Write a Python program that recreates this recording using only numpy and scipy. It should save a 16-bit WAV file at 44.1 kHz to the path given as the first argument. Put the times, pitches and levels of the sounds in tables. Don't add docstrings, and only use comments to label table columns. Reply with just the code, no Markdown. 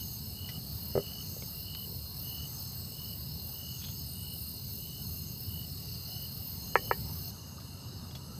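import sys
import numpy as np
from scipy import signal
from scipy.fft import rfft, irfft, next_fast_len
from scipy.io import wavfile
from scipy.ndimage import uniform_filter1d, map_coordinates

SR = 44100
rng = np.random.default_rng(int(sys.argv[2]) if len(sys.argv) > 2 else 0)


def store_pcm(level_fs):
    pcm = np.round(np.clip(level_fs, -1, 1) * 32767).astype(np.int16)
    wavfile.write(sys.argv[1], SR, np.atleast_2d(pcm).T)


N = 369999


def amp(db):
    return 10 ** (np.asarray(db) / 20)


def unit(x):
    return x / np.sqrt(np.mean(x ** 2) + 1e-20)


def clock():
    return np.arange(N) / SR


def curve(rows):
    return np.interp(clock(), *np.transpose(rows))


def wobble(rate_hz):
    return map_coordinates(rng.standard_normal(int(N * rate_hz / SR) + 4), [clock() * rate_hz])


def filtered(x, response):
    m = next_fast_len(N + SR // 2)
    return irfft(rfft(x, m) * response(np.fft.rfftfreq(m, 1 / SR)), m)[:N]


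def noise(spectrum):
    knots_hz, db = np.transpose(spectrum)
    white = rng.standard_normal(N)
    return unit(filtered(white, lambda hz: amp(np.interp(np.log(hz + 1), np.log(knots_hz), db, -120))))


def band(centre_hz, width_hz):
    white = rng.standard_normal(N)
    return unit(filtered(white, lambda hz: (1 + ((hz - centre_hz) / width_hz) ** 2 / 2) ** -4))


def patchy(x, depth_db):
    spectra = signal.stft(x, nperseg=1024)[2]
    field = uniform_filter1d(rng.standard_normal(spectra.shape), size=4, axis=0)
    field = uniform_filter1d(field, size=6, axis=1)
    return unit(signal.istft(spectra * amp(depth_db * unit(field)), nperseg=1024)[1][:N])


def add(track, start_s, sound):
    start = round(start_s * SR)
    track[start:start + len(sound)] += sound[:max(N - start, 0)]


def ring(modes, t):
    return sum(amp(db + rng.normal(0, 1) - 60 * t / t60_s) * np.sin(2 * np.pi * hz * t)
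               for hz, db, t60_s in modes)


def scatter(x, t60_s, wet_db):
    t = np.arange(SR // 3) / SR
    tail = rng.standard_normal(len(t)) * amp(-60 * t / t60_s)
    return x + amp(wet_db) * signal.fftconvolve(x, tail / np.linalg.norm(tail))[:N]


def moved(jump_s=7.305):
    return np.clip((clock() - jump_s) * 200, 0, 1)


def phrases(rows, hz):
    return [(stop_s - length_s, stop_s, hz, db) for stop_s, length_s, db in rows]


def beat(first_s, period_s, slowing_per_s, length_s, hz, db):
    even_s = np.arange(first_s, N / SR, period_s)
    return [(s, s + length_s, hz, db) for s in even_s * (1 + slowing_per_s * even_s)]


def song(calls, rate_hz, slowing, duty, fall, swell, release, rough, rough_hz):
    out = np.zeros(N)
    strength, stray = amp(.37 * wobble(35)), .0036 * wobble(45)
    grit, flutter = wobble(rough_hz), wobble(rough_hz)
    for (start_s, end_s, hz, db), (detune, hurry) in zip(calls, rng.standard_normal((len(calls), 2))):
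        i = np.arange(max(round(start_s * SR), 0), min(round(end_s * SR), N))
        t = i / SR - start_s
        progress = t / (end_s - start_s)
        cycles = rate_hz * t * (1 + .0246 * hurry + slowing * (1 - progress) / 2)
        stroke = np.minimum(cycles % 1 / duty, 1)
        effort = np.sin(np.pi / 2 * np.clip(np.minimum(progress / swell, (1 - progress) / release), 0, 1))
        bend = .0121 * (effort - 1)
        pitch_hz = hz * (1 + .002545 * detune + bend + fall * (.5 - stroke) + stray[i])
        phase = 2 * np.pi * np.cumsum(pitch_hz) / SR
        uneven_teeth = grit[i] * np.sin(phase) + flutter[i] * np.cos(phase)
        tone = np.sin(phase) + rough * uneven_teeth
        out[i] += amp(db) * effort * strength[i] * np.sin(np.pi * stroke) * tone
    return out


def near_trill():
    # (stop [s], length [s], relative level [dB])
    trills = [(.04, 0.28, -47), (.58, 0.25, -45.5), (1.235, 0.34, -47), (1.856, 0.25, -45),
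              (2.475, 0.26, -44.5), (3.155, .27, -49), (3.77, 0.29, -46.5), (4.375, 0.28, -49),
              (5.035, .275, -49.5), (5.66, 0.23, -47.5), (6.272, .225, -48.5), (6.95, .29, -47.5)]
    return amp(1.5) * song(phrases(trills, hz=2936), rate_hz=55, slowing=0, duty=.8, fall=.035,
                           swell=.56, release=.03, rough=.24, rough_hz=220)


def field_crickets():
    # (first chirp [s], period [s], slowing [1/s], length [s], pitch [Hz], relative level [dB])
    singers = [(-.025, .238, -.00214, .11, 5308, -49.8), (-.157, .337, .0038, .148, 5280, -51)]
    # (time [s], gain [dB])
    carry = [(0, 2.5), (.7, -1), (1.5, 2.5), (3.3, 3.5), (4.4, -.5), (5.5, 1.5), (6.4, 1.5), (7.25, 4.5)]
    chirps = sum(song(beat(*singer), rate_hz=36.5, slowing=.02, duty=.7, fall=.012,
                      swell=.15, release=.06, rough=.14, rough_hz=200) for singer in singers)
    return amp(curve(carry) - 17 * moved()) * chirps


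def far_trill():
    # (stop [s], length [s], relative level [dB])
    trills = [(.44, 0.53, -62), (1.08, 0.32, -55), (1.77, 0.27, -54.5), (2.43, 0.25, -52), (3.3, .55, -61),
              (4.35, 0.53, -59.5), (5.0, 0.64, -60.5), (5.6, 0.6, -59.5), (6.2, .48, -57),
              (6.85, 0.52, -59.5), (7.45, .53, -62), (8.02, .47, -67), (8.45, 0.4, -61)]
    return amp(-1) * song(phrases(trills, hz=2869), rate_hz=50, slowing=.049, duty=.7, fall=.05,
                          swell=.297, release=.055, rough=.61, rough_hz=246.3)


def bush_crickets():
    # (stop [s], length [s], relative level [dB])
    buzzes = [(.22, .52, -48), (1.52, 0.42, -50.5), (2.78, 0.45, -51), (4.06, 0.46, -48.5),
              (5.38, 0.46, -50), (6.92, .44, -50.5), (7.62, 0.44, -55), (8.08, 0.46, -60)]
    # (first buzz [s], period [s], slowing [1/s], length [s], pitch [Hz], relative level [dB])
    neighbour = (-.37, 1.22, 0, .55, 6200, -54.5)
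    near, far = (song(calls, rate_hz=160, slowing=.142, duty=.8, fall=.035,
                      swell=.449, release=.21, rough=.84, rough_hz=448)
                 for calls in (phrases(buzzes, hz=6450), beat(*neighbour)))
    return amp(-5) * (near + amp(-2 * moved()) * far)


def near_katydids(burst_s=.24, attack_s=.035, release_s=.038, bed_db=-47):
    # (start [s], level [dB])
    bursts = [(-.06, -46.5), (.68, -46), (1.19, -50.5), (1.43, -47), (1.75, -46.5), (2.15, -44),
              (2.43, -48), (3.02, -48), (3.4, -47), (3.8, -51), (4.32, -46), (4.66, -46.5), (4.99, -46),
              (5.39, -46.5), (6.06, -48), (6.34, -46.5), (6.79, -48), (7.08, -47)]
    # (frequency [Hz], density [dB])
    colour = [(5590, -62), (9500, -34), (10000, -16), (12100, -2.5), (12900, 0.5), (14600, -1), (15500, -7)]
    stroke = np.cumsum(39.5 * (1 + .055 * wobble(8))) / SR % 1
    swing = unit(np.sin(np.pi * stroke ** 1.7))
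    pulsing = unit(2.1 + swing * amp(1.4 * wobble(30)))
    teeth = unit(amp(.61 * wobble(600)))
    wing_modes = sum(band(hz, width_hz=260) for hz in (12400, 13300, 14080))
    grain = patchy(noise(colour) + .2 * unit(wing_modes), depth_db=2.5)
    t, power = clock(), amp(bed_db) ** 2
    for s, db in bursts:
        gate = np.clip(np.minimum((t - s) / attack_s, (s + burst_s - t) / release_s), 0, 1)
        power = power + amp(db) ** 2 * gate
    return np.sqrt(power) * (1 - moved()) * pulsing * teeth * grain


def far_katydids():
    # (frequency [Hz], density [dB])
    colour = [(5290, -28), (9000, -20), (9790, -7), (10200, -11.5), (10900, -2), (11700, 1), (13600, 0.5),
              (15500, -8.5)]
    return amp(-58 + .5 * wobble(5.5)) * patchy(noise(colour), depth_db=4)


def chorus():
    # (pitch [Hz], width [Hz], level [dB], stroke rate [Hz], loss at second spot [dB])
    species = [(2857, 250, -65.5, 64, 0), (3954, 490, -64, 52, 2), (4290, 240, -54, 45, 6.5),
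               (4725, 560, -55, 60, 5.5), (5050, 300, -58.5, 29, 5), (5275, 75, -65, 37, -.5),
               (6400, 740, -62.5, 130, 0.5), (8096, 760, -60.5, 36, 4), (8630, 1400, -63.5, 65, 18)]
    out = np.zeros(N)
    for hz, width_hz, db, rate_hz, loss_db in species:
        cycles = np.cumsum(rate_hz * (1 + .12 * wobble(5))) / SR + rng.random()
        strokes = unit(np.abs(np.sin(np.pi * cycles)) ** .79)
        gain = amp(db - loss_db * moved() + 1.1 * wobble(5))
        out += gain * unit(2.9 + strokes) * patchy(band(hz, width_hz), depth_db=2)
    return out


def rumble():
    # (frequency [Hz], density [dB])
    bass_first = [(13, -59), (22, -34), (27, -44), (47, -11), (76, 0.5), (124, 0), (155, -2), (210, -9),
                  (244, -12.5), (328, -23), (358, -20), (395, -23.5), (420, -18.5), (550, -57), (920, -120)]
    bass_second = [(15, -54), (25, -22), (59, -12), (72, -2), (92, -1.5), (140, -2), (167, -7.5), (212, -7),
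                   (300, -20), (420, -26.5), (550, -51), (920, -120)]
    haze_first = [(150, -20), (350, -3.5), (550, 1), (850, -2), (1250, -5.5), (1700, -12), (2400, -14),
                  (3400, -14), (6000, -10.5), (10000, -38), (15500, -24.5)]
    haze_second = [(150, -14), (350, 1.5), (800, -1), (1300, -3), (1800, -12.5), (2400, -20.5), (3400, -21),
                   (6000, -22), (15500, -37)]
    # (time [s], relative level [dB])
    bass_level = [(0, -43.5), (.45, -45), (.9, -44.5), (1.7, -47), (3.6, -46), (4.5, -46.5), (5.6, -44),
                  (6.3, -46.5), (6.85, -43.5), (7.3, -45.5), (7.5, -49.5), (8.39, -45.5)]
    haze_level = [(0, -61), (1.2, -57.5), (2.0, -61), (2.57, -58), (3.4, -60.5), (4.3, -62), (5.9, -60),
                  (6.9, -56.5), (7.4, -58.5), (8.39, -58)]
    away = moved()
    bass = (1 - away) * noise(bass_first) + away * noise(bass_second)
    haze = patchy((1 - away) * noise(haze_first) + away * noise(haze_second), depth_db=2.5)
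    bass_db = curve(bass_level) + 2.07 + .58 * wobble(6.1)
    haze_db = curve(haze_level) + .33 * wobble(3.4)
    return amp(bass_db) * bass + amp(haze_db) * haze


def meadow_crickets(count):
    when, length, key, distance = rng.random((count, 4)).T
    start_s = when * N / SR - .1
    end_s = start_s + .12 + .22 * length
    pitch_hz, level_db = 4150 + 1000 * key ** 1.5, -53 - 7 * distance
    chirps = song(np.transpose([start_s, end_s, pitch_hz, level_db]), rate_hz=41, slowing=.13,
                  duty=.62, fall=.0266, swell=.33, release=.18, rough=.13, rough_hz=296)
    return amp(-5 * moved()) * scatter(chirps, t60_s=.1, wet_db=-6)


def tableware():
    # (time [s], relative level [dB], ring [Hz], t60 [s])
    ticks = [(.49, -38.5, 2000, 0.073), (.497, -45, 4800, .033), (1.068, -40, 4800, .013),
             (1.423, -39, 2200, .027), (1.749, -35, 4560, 0.025), (3.815, -46, 3400, 0.062),
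             (3.84, -43.5, 3450, 0.099), (3.885, -46, 3500, 0.048), (7.601, -46, 4500, .051),
             (8.11, -43.5, 3360, .03), (8.151, -39, 3400, 0.079)]
    out, t = np.zeros(N), np.arange(SR // 4) / SR
    crack = noise([(600, 5), (2000, -.5), (4800, 7), (7000, -5), (14000, -24)])
    for s, db, hz, t60_s in ticks:
        grain = crack[rng.integers(N - len(t)):][:len(t)]
        add(out, s, amp(db - 60 * t / t60_s) * (.5 * np.sin(2 * np.pi * hz * t) + .58 * grain))
    return out


def bottle(rise_s=.00074):
    # (time [s], relative level [dB])
    thuds = [(0.9538, -17), (0.9636, -21), (0.9768, -14.5), (0.9968, -28), (1.366, -39), (1.423, -39.5)]
    # (frequency [Hz], relative level [dB], t60 [s])
    modes = [(150, -9.5, .07), (243, -7.5, 0.051), (405, -3.5, 0.07), (478, 1, 0.042), (562, -10, 0.086),
             (720, -28, 0.053), (1250, -16, 0.032), (1710, -26, 0.034), (2010, -27, 0.047)]
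    out, t = np.zeros(N), np.arange(SR // 4) / SR
    for s, db in thuds:
        add(out, s, amp(db - 3.5) * ring(modes, t) * (1 - np.exp(-t / rise_s)))
    return out


def scuffs():
    # (peak time [s], length [s], centre [Hz], level [dB])
    rubs = [(1.892, 0.14, 437, -57), (3.853, 0.13, 3220, -54), (6.85, 0.19, 486, -54),
            (7.1, 0.075, 890, -53.5), (7.588, 0.026, 1300, -54)]
    slips = unit(amp(4.7 * wobble(170)))
    return slips * sum(amp(db) * np.exp(-(2 * (clock() - s) / length_s) ** 2) * band(hz, .27 * hz)
                       for s, length_s, hz, db in rubs)


def ticking_katydids():
    # (start [s], end [s], pitch [Hz], relative level [dB])
    runs = [(2.45, 2.96, 8150, -50), (2.58, 2.69, 11100, -53), (4.038, 4.59, 8950, -47),
            (7.65, 7.75, 10600, -54.5)]
    ticks = song(runs, rate_hz=43.1, slowing=0, duty=.13, fall=.08,
                 swell=.04, release=.02, rough=.5, rough_hz=1000)
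    return scatter(amp(2.4) * ticks, t60_s=.095, wet_db=-1.5)


def cup(lead_s=.001, bounce_s=.00235, rise_s=.0023, cutoff_hz=345):
    # (time [s], relative level [dB], contact pitch [Hz])
    knocks = [(6.7561, -5, 1080), (6.9126, -10.5, 910)]
    # (frequency [Hz], relative level [dB], t60 [s])
    modes = [(398, -5, 0.11), (477, 5, 0.035), (535, 9, 0.018), (770, -13.5, 0.13), (958, 12, 0.025),
             (1100, -5, 0.074), (1310, -3, 0.031), (1737, -.5, 0.057), (1844, -2, 0.082), (1950, -2, 0.043),
             (2100, -15, 0.054), (2240, -15, 0.085), (2330, -8, 0.062), (2700, -14, 0.064)]
    out, t = np.zeros(N), np.arange(SR // 4) / SR
    for s, db, hz in knocks:
        phase = 2 * np.pi * hz * (t - lead_s)
        push = phase * np.exp((1 - phase ** 2) / 2)
        for bounce in range(3):
            add(out, s - lead_s + bounce * bounce_s, amp(db - 7.5 * bounce) * push)
        add(out, s, amp(db - 19) * ring(modes, t) * (1 - np.exp(-t / rise_s)))
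    return signal.sosfilt(signal.butter(4, cutoff_hz, "highpass", fs=SR, output="sos"), out)


def scene():
    near = near_trill() + field_crickets()
    far = far_trill() + bush_crickets()
    insects = scatter(near, t60_s=.053, wet_db=-11.5) + scatter(far, t60_s=.084, wet_db=-3.5)
    insects += meadow_crickets(count=90) + near_katydids() + far_katydids() + ticking_katydids()
    background = chorus() + rumble()
    table = scatter(bottle() + cup() + tableware(), t60_s=.12, wet_db=-25)
    return np.tile(insects + background + table + scuffs(), (2, 1))


def record(dry, top_hz=15500):
    return np.array([filtered(channel, lambda hz: hz < top_hz) for channel in dry])


dry = scene()
out = record(dry)
store_pcm(out)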